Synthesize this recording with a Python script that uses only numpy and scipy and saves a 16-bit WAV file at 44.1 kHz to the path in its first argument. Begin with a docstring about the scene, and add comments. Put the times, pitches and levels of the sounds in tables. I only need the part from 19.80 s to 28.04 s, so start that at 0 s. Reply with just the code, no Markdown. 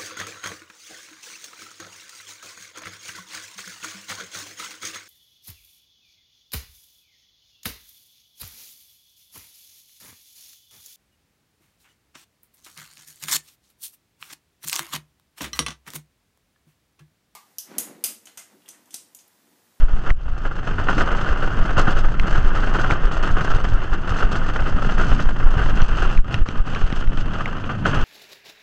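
"""The front car of a wooden roller coaster, about eight seconds, with the microphone on board in the wind.
From the start steel wheels roar and knock over rail joints; gusts hit, and a hard click sounds close by.
Loose parts jingle briefly, then from about one second body thumps join the shudders, rattles and panel buzz.
After six seconds close clicks crowd in and a gust chokes the microphone hardest; late knocks end the ride.
Noise through resonances makes roar and rattle, decaying sines the rings, pressure pulses thumps and gusts."""
import sys
import numpy as np
from scipy import signal
from scipy.fft import rfft, irfft, next_fast_len
from scipy.io import wavfile
from scipy.ndimage import uniform_filter1d

SR = 44100
rng = np.random.default_rng(int(sys.argv[2]) if len(sys.argv) > 2 else 0)


def transcribe(signal):
    """Save signal, clipped to [-1, 1], as a 16-bit WAV file at the path in sys.argv[1]."""
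    frames = np.atleast_2d(signal).T
    limited = np.clip(frames, -1, 1)
    pcm = np.round(limited * 32767).astype(np.int16)
    wavfile.write(sys.argv[1], SR, pcm)


N = 363384
TIME = np.arange(N) / SR
FFT_SIZE = next_fast_len(N + SR // 2) * 2
BIN_HZ = np.arange(FFT_SIZE // 2 + 1) * SR / FFT_SIZE

# How hard the wheels press and roll on the rail. Each row: time in seconds, relative roar in dB.
ROLLING = [(0, -35), (.18, -43.5), (.3, -32), (.35, -49.5), (.48, -45), (.62, -40.5), (1.04, -33.5),
           (1.27, -28), (1.8, -32), (2.08, -30), (2.37, -37), (2.58, -32), (3.15, -30), (4.0, -35.5),
           (5.25, -33), (5.55, -37), (5.82, -31), (6.45, -37), (7.0, -37), (7.3, -41), (7.6, -33.5),
           (8.03, -39.5), (8.15, -41)]
# The track structure rumbles under the train's weight. Each row: time in seconds, relative rumble in dB.
LOAD = [(0, -45.5), (.3, -28), (.38, -45), (.65, -37), (.78, -31.5), (1.25, -32.5), (1.5, -28.5),
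        (1.75, -26), (2.0, -30), (2.4, -31), (3.05, -29), (3.88, -34.5), (4.03, -32.5), (4.35, -30.5),
        (4.75, -30.5), (5.55, -29.5), (6.3, -25.5), (6.7, -31), (7.2, -29.5), (7.5, -31), (7.65, -29.5),
        (8.24, -27)]
# The car sways against the side rail and shudders.
# Each row: start in seconds, length of the hold in seconds, relative rattle in dB.
SHUDDERS = [(0.64, 0.021, -49), (0.868, 0.054, -43), (1.097, 0.12, -38.5), (1.36, 0.12, -43),
            (1.597, 0.4, -51), (1.967, 0.023, -28.5), (2.07, 0.036, -38), (2.149, 0.052, -39),
            (2.463, 0.12, -40), (2.739, 0.16, -42.5), (2.935, 0.2, -41), (3.31, 0.025, -36),
            (3.422, 0.053, -36), (3.573, 0.18, -41), (3.835, 0.051, -40.5), (3.987, 0.066, -46.5),
            (4.274, 0.16, -39.5), (4.512, 0.062, -38.5), (4.62, 0.28, -46), (5.033, 0.099, -39.5),
            (5.178, 0.25, -38), (5.58, 0.054, -45), (5.73, 0.18, -43.5), (5.952, 0.38, -41.5),
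            (6.507, 0.037, -40.5), (6.653, 0.13, -47.5), (6.862, 0.36, -43), (7.369, 0.045, -42),
            (7.53, 0.063, -47), (7.744, 0.22, -66), (8.046, 0.22, -41)]
# Wheels knock over the rail joints.
# Each row: start in seconds, relative strength in dB, noise decay by 60 dB in seconds, ring pitch in Hz.
KNOCKS = [(0.264, -24, 0.04, 1394), (0.275, -22, 0.029, 1476), (0.481, -32, 0.091, 1235),
          (.532, -36, 0.054, 1360), (.626, -39, 0.036, 1410), (0.6501, -20.5, 0.11, 1487),
          (0.712, -23.5, 0.03, 1380), (0.8704, -23.5, 0.19, 1460), (0.9817, -20, 0.21, 1420),
          (1.029, -25, 0.036, 1324), (1.085, -10.5, 0.095, 1440), (1.118, -25, 0.035, 1490),
          (1.179, -14, 0.066, 1280), (1.206, -13.5, 0.074, 1442), (1.2118, -15, 0.073, 1480),
          (1.31, -19, 0.097, 1373), (1.349, -19.5, 0.028, 1326), (1.412, -21, 0.04, 1260),
          (1.464, -22, 0.57, 1450), (1.558, -21.5, 0.032, 1390), (1.621, -17.5, 0.15, 1364),
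          (1.64, -23, 0.047, 1440), (1.791, -23, 0.055, 1260), (1.852, -21, 0.09, 1340),
          (1.892, -24, 0.04, 1300), (1.964, -21, 0.1, 1400), (1.985, -16.5, 0.36, 1260),
          (2.07, -14.5, 0.057, 1440), (2.0784, -14.5, 0.098, 1450), (2.107, -18, 0.029, 1355),
          (2.168, -22, 0.058, 1420), (2.242, -21, 0.12, 1395), (2.34, -24.5, 0.04, 1340),
          (2.47, -22, 0.029, 1510), (2.5263, -22, 0.03, 1420), (2.554, -19, 0.069, 1416),
          (2.573, -22, 0.037, 1340), (2.672, -22.5, 0.07, 1310), (2.704, -23, 0.044, 1470),
          (2.785, -25, 0.044, 1310), (2.832, -18, 0.072, 1495), (2.882, -27, .04, 1410),
          (2.946, -21, 0.06, 1420), (2.9535, -16.5, 0.079, 1386), (2.9855, -16.5, 0.11, 1266),
          (3.038, -19, 0.033, 1400), (3.0437, -15, 0.035, 1340), (3.102, -15.5, 0.091, 1395),
          (3.121, -18, 0.081, 1405), (3.343, -25, 0.04, 1350), (3.44, -29, 0.044, 1280),
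          (3.469, -21.5, 0.044, 1434), (3.5, -21, 0.065, 1440), (3.566, -16, 0.094, 1385),
          (3.608, -16.5, 0.05, 1450), (3.673, -17.5, 0.05, 1520), (3.7, -22, .04, 1420),
          (3.7157, -16, 0.035, 1310), (3.8, -25.5, 0.049, 1464), (4.1286, -20, 0.09, 1430),
          (4.318, -20.5, 0.04, 1290), (4.3598, -22, 0.041, 1315), (4.402, -18.5, 0.12, 1345),
          (4.424, -15, 0.079, 1370), (4.542, -23, 0.072, 1384), (4.561, -25, 0.04, 1330),
          (4.616, -23.5, 0.037, 1330), (4.66, -23, 0.036, 1430), (4.689, -17, 0.016, 1316),
          (4.722, -37, 0.028, 1400), (4.7592, -15, 0.048, 1386), (4.79, -20.5, 0.1, 1320),
          (4.8645, -21, 0.093, 1440), (4.89, -20, 0.03, 1410), (5.02, -20, 0.05, 1350),
          (5.046, -19.5, .05, 1310), (5.095, -29, 0.033, 1390), (5.1165, -25, 0.042, 1270),
          (5.191, -20, 0.19, 1310), (5.208, -19, .06, 1370), (5.235, -20, 0.055, 1350),
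          (5.392, -19, 0.082, 1445), (5.488, -18.5, 0.041, 1420), (5.602, -22, 0.078, 1437),
          (5.628, -22.5, 0.03, 1310), (5.67, -20, 0.04, 1260), (5.79, -16.5, 0.11, 1410),
          (5.814, -18.5, 0.028, 1440), (5.887, -24, 0.028, 1340), (6, -20, 0.03, 1290),
          (6.179, -22.5, 0.17, 1300), (6.221, -17, 0.091, 1570), (6.249, -19.5, 0.072, 1220),
          (6.444, -19.5, 0.016, 1270), (6.657, -14.5, 0.045, 1336), (6.753, -32, 0.04, 1270),
          (6.871, -24.5, 0.086, 1235), (7.012, -23, 0.05, 1360), (7.5528, -24, 0.047, 1390),
          (7.606, -19.5, 0.051, 1185), (7.674, -29, 0.07, 1370), (7.8924, -20, 0.18, 1193),
          (8.053, -12, 0.22, 1520), (8.13, -18, 0.59, 1440), (8.173, -23, 0.04, 1360),
          (8.194, -28, .04, 1400)]
# A struck wheel rings. Each row: multiple of the ring pitch, decay by 60 dB in seconds, relative dB.
WHEEL_MODES = [(.87, 0.054, -1.5), (1.001, 0.047, 4.5), (1.089, 0.12, -6.5), (2.03, 0.024, -12)]
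# Timber under a struck wheel knocks short and dry. Each row: Hz, decay by 60 dB in seconds, relative dB.
PLANK_MODES = [(336, .035, -1.5), (475, 0.027, -5.5), (704, 0.027, -0.5), (940, 0.011, -1)]
# Resonances of wheels and car. Each row: centre in Hz, width in Hz, relative dB.
CAR_MODES = [(1016, 300, -10), (1243, 91, -4.5), (1456, 297, -2.5), (1817, 112, -12.5), (2046, 82, -15)]
# Resonances of the thin sheet panels. Each row: centre in Hz, width in Hz, relative dB.
PANEL_MODES = [(2380, 790, -17.5), (2800, 430, -2), (3156, 150, -5.5)]
# How freely the sheet panels buzz. Each row: time in seconds, gain in dB.
PANEL_BUZZ = [(0, 0.5), (1.1, 0), (2.5, -.5), (4.5, 0.5), (5.6, 0), (6.2, 3), (7.0, 2.5), (8.24, 2.5)]
# Resonances of the loose steel fittings. Each row: centre in Hz, width in Hz, relative dB.
FITTING_MODES = [(3460, 190, 6), (3820, 430, -0.5), (4420, 550, 3.5), (4950, 210, 2), (5280, 130, 3),
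                 (5480, 250, -3), (6190, 470, 2), (6700, 1450, -9), (7440, 920, -8), (8300, 950, -19.5)]
# Spectra of timber, track rumble and bright sizzle. Each row: frequency in Hz, relative dB per Hz.
TIMBER_SPECTRUM = [(150, -14), (260, -1.5), (350, 1), (500, -2), (650, -2.5), (770, -2.5), (920, -9),
                   (1300, -3), (2500, -98.5)]
RUMBLE_SPECTRUM = [(35, -30), (70, -1), (110, 3.5), (160, -0.5), (220, -5), (300, -11), (600, -71)]
SIZZLE_SPECTRUM = [(7000, -28), (8800, -5), (10500, 3), (12000, -11.5), (13500, -27.5), (15500, -31.5)]
# The car body thumps. Each row: start in seconds, peak of the push in dB, length of the push in seconds.
THUMPS = [(1.169, -13, 0.0029), (1.428, -16, 0.0064), (1.499, -10.5, 0.015), (1.972, -11.5, 0.0095),
          (1.984, -23, 0.0028), (2.079, -8.5, 0.0042), (2.126, -20, .012), (2.582, -10, 0.0065),
          (3.119, -9, 0.0079), (3.502, -11, 0.009), (3.56, -25, 0.0092), (3.612, -13, 0.0065),
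          (3.757, -16.5, 0.008), (3.918, -10.5, 0.011), (4.308, -10, 0.011), (4.429, -20, 0.012),
          (4.822, -12, 0.018), (4.963, -16, 0.0049), (5.07, -13.5, 0.0036), (5.188, -13, 0.0047),
          (5.299, -11, 0.015), (5.7676, -8, 0.0071), (5.927, -11.5, 0.0077), (6.015, -11, 0.0084),
          (6.262, -24, 0.0091), (6.542, -10, 0.01), (6.687, -10.5, 0.004), (7.126, -10, 0.0037),
          (8.17, -11, 0.0071)]
# Hard clicks beside the microphone.
# Each row: start in seconds, relative level in dB, hardness in dB per octave from 2 kHz, pitch in Hz.
CLICKS = [(0.304, -13, -11, 2030), (2.397, -7, -7.5, 2130), (3.1095, -9, -13, 2000), (5.4136, -30, 8, 2000),
          (6.0187, -21.5, 10, 2150), (6.375, -17, -5, 1950), (6.5422, -12.5, 4, 1960),
          (6.6870, -20, 10, 2060), (6.949, -19.5, 3, 2000), (7.1254, -21.5, 7, 1950), (7.274, -29, 2, 2000),
          (7.6578, -12, -11, 1950)]
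# Resonances of the clicking part at 2 kHz pitch. Each row: Hz, decay by 60 dB in seconds, relative dB.
CLICK_MODES = [(636, 0.0062, -12), (1400, 0.009, -10), (1937, 0.009, -1), (2300, 0.0055, 0),
               (2650, 0.0065, -3), (3110, 0.011, -10), (3930, 0.01, -14), (5530, 0.0068, -17)]
# Spectrum of the crack in a click. Each row: frequency in Hz, relative dB per Hz.
CRACK_SPECTRUM = [(150, -5), (500, 3), (1400, -13.5), (2000, 15.5), (2700, -3.5), (3600, -22.5),
                  (5000, -27), (6300, -14.5), (8000, -27), (12000, -39)]
# Loose parts drop back. Each row: start in seconds, level in dB, decay by 60 dB in seconds.
JINGLES = [(.345, -50, .05), (.368, -50, .04), (.386, -52, 0.066), (.415, -53, 0.055), (6.835, -45, .04),
           (6.852, -47, .03), (7.839, -32, 0.027)]
# A thin high whine that comes and goes. Each row: time in seconds, relative level in dB.
WHINE = [(0, -85), (.8, -93), (1.2, -85), (1.9, -80), (2.4, -89), (4, -86.5), (7.3, -89), (7.7, -89),
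         (8.24, -82)]
# Airflow over the microphone. Each row: time in seconds, relative buffeting in dB.
WIND = [(0, -18.5), (.4, -21.5), (.9, -22.5), (1.5, -23.5), (1.95, -11.5), (2.8, -17), (3.75, -17.5),
        (4.25, -22), (4.55, -19), (5.1, -17), (5.9, -16.5), (6.3, -14), (6.6, -32), (7.38, -17),
        (7.65, -26), (8.08, -30), (8.2, -15.5)]
# Spectrum of the buffeting. Each row: frequency in Hz, relative dB per Hz.
BUFFET_SPECTRUM = [(4, -11), (12, 2), (22, 2), (32, -10.5), (48, -14), (70, -24.5), (140, -39), (500, -100)]
# Gusts hit the microphone.
# Each row: time of the snap in seconds, pressure peak in dB, dip of other sound in dB (negative lifts it).
GUSTS = [(0.035, -5.5, 4.5), (0.137, -8, -5.5), (0.311, -5, 10), (1.52, -12.5, 2.5), (2.405, -7.5, -3.5),
         (3.251, -8, 2.5), (3.54, -10, 0), (3.746, -7, -4.5), (3.941, -7.5, -1.5), (4.451, -7, -1.5),
         (4.125, -9, -0.5), (4.8, -15.5, -1), (4.948, -9.5, -2.5), (5.326, -7.5, 2.5), (5.469, -7.5, -0.5),
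         (5.665, -7.5, 0.5), (6.024, -5.5, 6), (6.389, -5, 17.5), (6.619, -7, 12.5), (6.803, -8, 9.5),
         (7.041, -8, 4.5), (7.28, -7.5, -2.5)]

# timber and rattle follow the roar: relative level at the usual roar, and exponent on its swing
USUAL_ROAR_DB = -33
TIMBER_DB, TIMBER_FOLLOWS = -33, 0.88
RATTLE_DB, RATTLE_FOLLOWS = -46.5, 0.71
# what a shudder adds to the other layers, relative to its rattle
SHUDDER_WHEELS_DB, SHUDDER_TIMBER_DB, SHUDDER_RUMBLE_DB = 7.5, 5.5, 8.5
SHUDDER_ATTACK_S, SHUDDER_RELEASE_S = 0.005, 0.023
# noise stirred by a knock, relative to its strength
KNOCK_ROAR_DB, KNOCK_THUD_DB, KNOCK_RATTLE_DB = -8.3, -10.3, -30.5
KNOCK_RISE_S = 0.0012
HEAVE_DB, HEAVES_PER_S = 2.0, 2.5
CHATTER_DB, CHATTER_SPREAD_DB = 8, 9
CLICK_USUAL_HZ, WHINE_HZ, CUTOFF_HZ = 2000, 9650, 15700
CHOKE_RECOVERY_S = 0.018


def from_db(db):
    """Decibels to gain."""
    return 10 ** (np.asarray(db) / 20)


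def rms_one(x):
    """Scale to unit power."""
    return x / np.sqrt(np.mean(x ** 2) + 1e-20)


def gain_in_time(rows):
    """A dB curve as a gain per sample."""
    s, db = np.transpose(rows)
    return from_db(np.interp(TIME, s, db))


def drift(rate):
    """Slow random wandering with spread 1: noise through two equal low-pass poles at rate (Hz)."""
    step = 40  # samples between drawn values
    pole = np.exp(-2 * np.pi * rate * step / SR)
    draws = rng.standard_normal(N // step + 2002)
    slow = signal.lfilter([1], [1, -2 * pole, pole * pole], draws)[2000:]  # drop the settling
    return np.interp(np.arange(N) / step, np.arange(len(slow)), rms_one(slow))


def sloped(points):
    """Frequency response through (Hz, dB) points, straight over log frequency."""
    hz, db = np.transpose(points)
    return from_db(np.interp(np.log(BIN_HZ + 1e-9), np.log(hz), db))


def resonant(modes):
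    """Frequency response of steep-sided resonances whose powers add."""
    power = 0
    for hz, width, db in modes:
        offset = (BIN_HZ - hz) / width
        power = power + (from_db(db) / (1 + 2 * offset ** 2)) ** 2
    return np.sqrt(power)


def noise(response, even_s):
    """Coloured noise of unit power, its level evened over even_s."""
    x = irfft(rfft(rng.standard_normal(FFT_SIZE)) * response)[:N]
    power = uniform_filter1d(x ** 2, max(int(even_s * SR), 2))
    return x / np.sqrt(power + 1e-20)


def blows(times, levels_db, rise_s, t60s):
    """Envelope of blows that swell quickly and die away; their powers add."""
    power = np.zeros(N)
    for s, db, t60 in zip(times, levels_db, t60s):
        start = int(s * SR)
        age = TIME[:min(SR // 2, N - start)]
        shape = (1 - np.exp(-age / rise_s)) * np.exp(-np.log(1000) * age / t60)
        power[start:start + len(age)] += (from_db(db) * shape / shape.max()) ** 2
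    return np.sqrt(power)


def clatter(per_s, spread_db, t60, steady):
    """Envelope of many small random impacts over a steady share of power; mean power about one."""
    hits = rng.random(N) < per_s / SR
    impacts = hits * from_db(spread_db * (2 * rng.random(N) - 1)) ** 2
    decay = np.exp(-2 * np.log(1000) / (t60 * SR))
    power = signal.lfilter([1], [1, -decay], impacts)
    power = power / (uniform_filter1d(power, SR // 6) + 1e-9)
    envelope = np.sqrt(steady + (1 - steady) * np.maximum(power, 0))
    return uniform_filter1d(envelope, SR // 700)


def add(out, s, sound):
    """Mix a sound in at time s."""
    start = max(int(s * SR), 0)
    out[start:start + len(sound)] += sound[:max(N - start, 0)]


def struck(modes, rise_s, detune):
    """One blow: every mode is a decaying sine with a random strength and tuning of its own."""
    age = TIME[:SR // 12]
    total = np.zeros(len(age))
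    for hz, t60, db in modes:
        stray_db, tuning = rng.standard_normal(2)
        decay = np.exp(-np.log(1000) * age / t60)
        tone = np.sin(2 * np.pi * hz * (1 + detune * tuning) * age)
        total += from_db(db + stray_db) * decay * tone
    return total * (1 - np.exp(-age / rise_s))


def train(rumble, timber, wheels, rattle):
    """Rolling and knocking shake the timber, the car, its panels and its fittings together."""
    s, knock_db, t60, _ = np.transpose(KNOCKS)
    shaking = from_db(-1.9) * clatter(per_s=100, spread_db=5, t60=0.045, steady=0.42)
    jingling = clatter(per_s=180, spread_db=9, t60=0.088, steady=0.23)

    heave = from_db(-1.3 + HEAVE_DB * drift(HEAVES_PER_S))
    track = rumble * heave * noise(sloped(RUMBLE_SPECTRUM), even_s=0.04)

    thuds = blows(s, knock_db + KNOCK_THUD_DB, 0.0048, t60)
    wood = np.hypot(timber * shaking, thuds) * noise(sloped(TIMBER_SPECTRUM), even_s=0.023)

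    knocked = blows(s, knock_db + KNOCK_ROAR_DB, KNOCK_RISE_S, t60)
    rolling = np.hypot(wheels * shaking, knocked)
    steel = rolling * noise(resonant(CAR_MODES), even_s=0.01)

    # loose parts are thrown up by a knock and settle a little after it
    tossed = blows(s, knock_db + KNOCK_RATTLE_DB, 0.015, t60)
    thrown = jingling * np.hypot(from_db(-6.5) * rattle * np.sqrt(shaking), tossed)
    loose = thrown * noise(resonant(FITTING_MODES), even_s=0.023)

    # the panels buzz with both the wheels and the fittings
    driven = np.hypot(from_db(-12) * rolling, from_db(-3) * rattle * shaking)
    panels = gain_in_time(PANEL_BUZZ) * driven * noise(resonant(PANEL_MODES), even_s=0.013)

    # the top octave grows faster than the rattle itself
    sizzle = from_db(-9) * thrown ** 1.5 * noise(sloped(SIZZLE_SPECTRUM), even_s=0.04)
    return track + wood + steel + panels + loose + sizzle


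def ride():
    """Gains of rumble, timber, wheels and rattle: they follow load and rolling, and swell in a shudder."""
    roar, shudder = gain_in_time(ROLLING), shudders()
    effort = roar / from_db(USUAL_ROAR_DB)
    rumble = np.hypot(gain_in_time(LOAD), from_db(SHUDDER_RUMBLE_DB) * shudder)
    timber = np.hypot(from_db(TIMBER_DB) * effort ** TIMBER_FOLLOWS, from_db(SHUDDER_TIMBER_DB) * shudder)
    wheels = np.hypot(roar, from_db(SHUDDER_WHEELS_DB) * shudder)
    rattle = np.hypot(from_db(RATTLE_DB) * effort ** RATTLE_FOLLOWS, shudder)
    return rumble, timber, wheels, rattle


def shudders():
    """Each shudder builds quickly, holds and dies away; their powers add."""
    power, age = np.zeros(N), TIME[:SR]
    for s, length, db in SHUDDERS:
        release = np.exp(-np.maximum(age - length, 0) / SHUDDER_RELEASE_S)
        shape = np.minimum(age / SHUDDER_ATTACK_S, 1) * release
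        add(power, s, (from_db(db) * shape) ** 2)
    return np.sqrt(power)


def wheel_blows(wheels, knock_db, plank_db, chatter_hz, count):
    """Wheel and timber ring at every knock; the wheels also ring at small flaws strewn along the rail."""
    out = np.zeros(N)
    for s, strength_db, _, hz in KNOCKS:
        modes = [(ratio * hz, t60, db) for ratio, t60, db in WHEEL_MODES]
        ring = struck(modes, rise_s=0.00093, detune=0.022)
        plank = struck(PLANK_MODES, rise_s=0.0006, detune=0.1)
        add(out, s, from_db(strength_db + knock_db) * ring / np.abs(ring).max())
        add(out, s, from_db(strength_db + plank_db) * plank / np.abs(plank).max())
    # flaws fall at random times; their rings are shorter and scale with the roar
    flaw_modes = [(ratio * chatter_hz, 0.76 * t60, db) for ratio, t60, db in WHEEL_MODES]
    for when, softness in rng.random((count, 2)):
        at = int(when * N)
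        ring = struck(flaw_modes, rise_s=0.00087, detune=0.092)
        level = wheels[at] * from_db(CHATTER_DB - CHATTER_SPREAD_DB * softness)
        add(out, at / SR, level * ring / np.abs(ring).max())
    return out


def thumps(swing_db, swing_cycles, swing_share):
    """A jolt is one short push; the damped body then swings briefly, slower after a longer push."""
    out = np.zeros(N)
    for s, db, length in THUMPS:
        hz = swing_share / length
        push = np.sin(np.pi * np.minimum(TIME[:SR // 40] / length, 1)) ** 2
        swing = struck([(hz, swing_cycles / hz, db + swing_db)], rise_s=0.00049, detune=0.034)
        add(out, s, -from_db(db) * push)
        add(out, s + 0.7 * length, swing)
    return out


def clicks(crack_db, crack_t60, body_db, body_t60):
    """A hard contact cracks, rings a few short modes and stirs the car body; hardness lifts outlying modes."""
    out = np.zeros(N)
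    for s, db, hardness_db, pitch in CLICKS:
        for k, (hz, t60, mode_db) in enumerate(CLICK_MODES):
            octaves = abs(np.log2(hz / CLICK_USUAL_HZ))
            mode = (hz * pitch / CLICK_USUAL_HZ, t60, db + mode_db + hardness_db * octaves)
            # neighbouring modes start in opposite directions
            add(out, s, (-1) ** k * struck([mode], rise_s=0.0002, detune=0.01))
    s, db, hardness_db, _ = np.transpose(CLICKS)
    crack_envelope = blows(s, db + crack_db, 0.00014, np.full(len(s), crack_t60))
    crack = crack_envelope * noise(sloped(CRACK_SPECTRUM), even_s=0.00045)
    body_envelope = blows(s, db + body_db + 0.97 * hardness_db, 0.0024, np.full(len(s), body_t60))
    body = body_envelope * noise(resonant(CAR_MODES + PANEL_MODES), even_s=0.0059)
    return out + crack + body


def jingles():
    """Loose parts drop back into place: short noise bursts through panel and car resonances."""
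    s, db, t60 = np.transpose(JINGLES)
    return blows(s, db, 0.0018, t60) * noise(resonant(PANEL_MODES + CAR_MODES[1:]), even_s=0.008)


def wind(swell_s, snap_s, suck_s, suction_db, surge_db):
    """Lumpy buffeting; in a gust the pressure builds, snaps into suction and relaxes."""
    gusts, calm = np.zeros(N), np.ones(N)
    for s, db, _ in GUSTS:
        age = TIME - s
        fade = np.exp(-np.abs(age) / np.where(age < 0, swell_s, suck_s))
        shape = -np.tanh(age / snap_s) * fade
        pressure = shape / shape.max()
        suction = -from_db(suction_db) * shape / shape.min()
        gusts += from_db(db) * np.where(age < 0, pressure, suction)
        calm *= 1 - 0.5 * np.exp(-(age / 0.08) ** 2)  # one big eddy displaces the small ones
    surge = from_db(3.5 + surge_db * drift(1.9))
    buffeting = surge * gain_in_time(WIND) * calm * noise(sloped(BUFFET_SPECTRUM), even_s=0.2)
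    return gusts + buffeting


def choking(onset_s):
    """A gust pins the diaphragm, so other sound dips and recovers; negative rows lift it instead."""
    dip_db = np.zeros(N)
    for s, _, choke_db in GUSTS:
        age = np.maximum(TIME - s, 0)
        shape = (1 - np.exp(-(age / onset_s) ** 2)) * np.exp(-age / CHOKE_RECOVERY_S)
        dip_db += choke_db * shape / shape.max()
    return from_db(-dip_db)


def whine():
    """A faint, wavering tone: noise through one very narrow resonance."""
    return from_db(3) * gain_in_time(WHINE) * noise(resonant([(WHINE_HZ, 5, 0)]), even_s=0.04)


def scene():
    """Train and close clicks reach the on-board microphone through the wind."""
    rumble, timber, wheels, rattle = ride()
    rolling = train(rumble, timber, wheels, rattle)
    ringing = wheel_blows(wheels, knock_db=-2, plank_db=-9, chatter_hz=1400, count=200)
    jolts = thumps(swing_db=-5.5, swing_cycles=3.5, swing_share=0.8)
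    clicking = clicks(crack_db=-11.5, crack_t60=0.013, body_db=-17, body_t60=0.022)
    on_board = rolling + ringing + jolts + clicking + jingles() + whine()
    airflow = wind(swell_s=0.013, snap_s=0.018, suck_s=0.0078, suction_db=3, surge_db=2)
    return (on_board * choking(onset_s=0.065) + airflow)[None]


def record(dry):
    """The microphone signal: the largest swings are held softly and the top is cut."""
    held = dry / (1 + (dry / 0.95) ** 8) ** (1 / 8)
    return signal.sosfilt(signal.cheby2(12, 70, CUTOFF_HZ, fs=SR, output="sos"), held)


dry = scene()
out = record(dry)
transcribe(out)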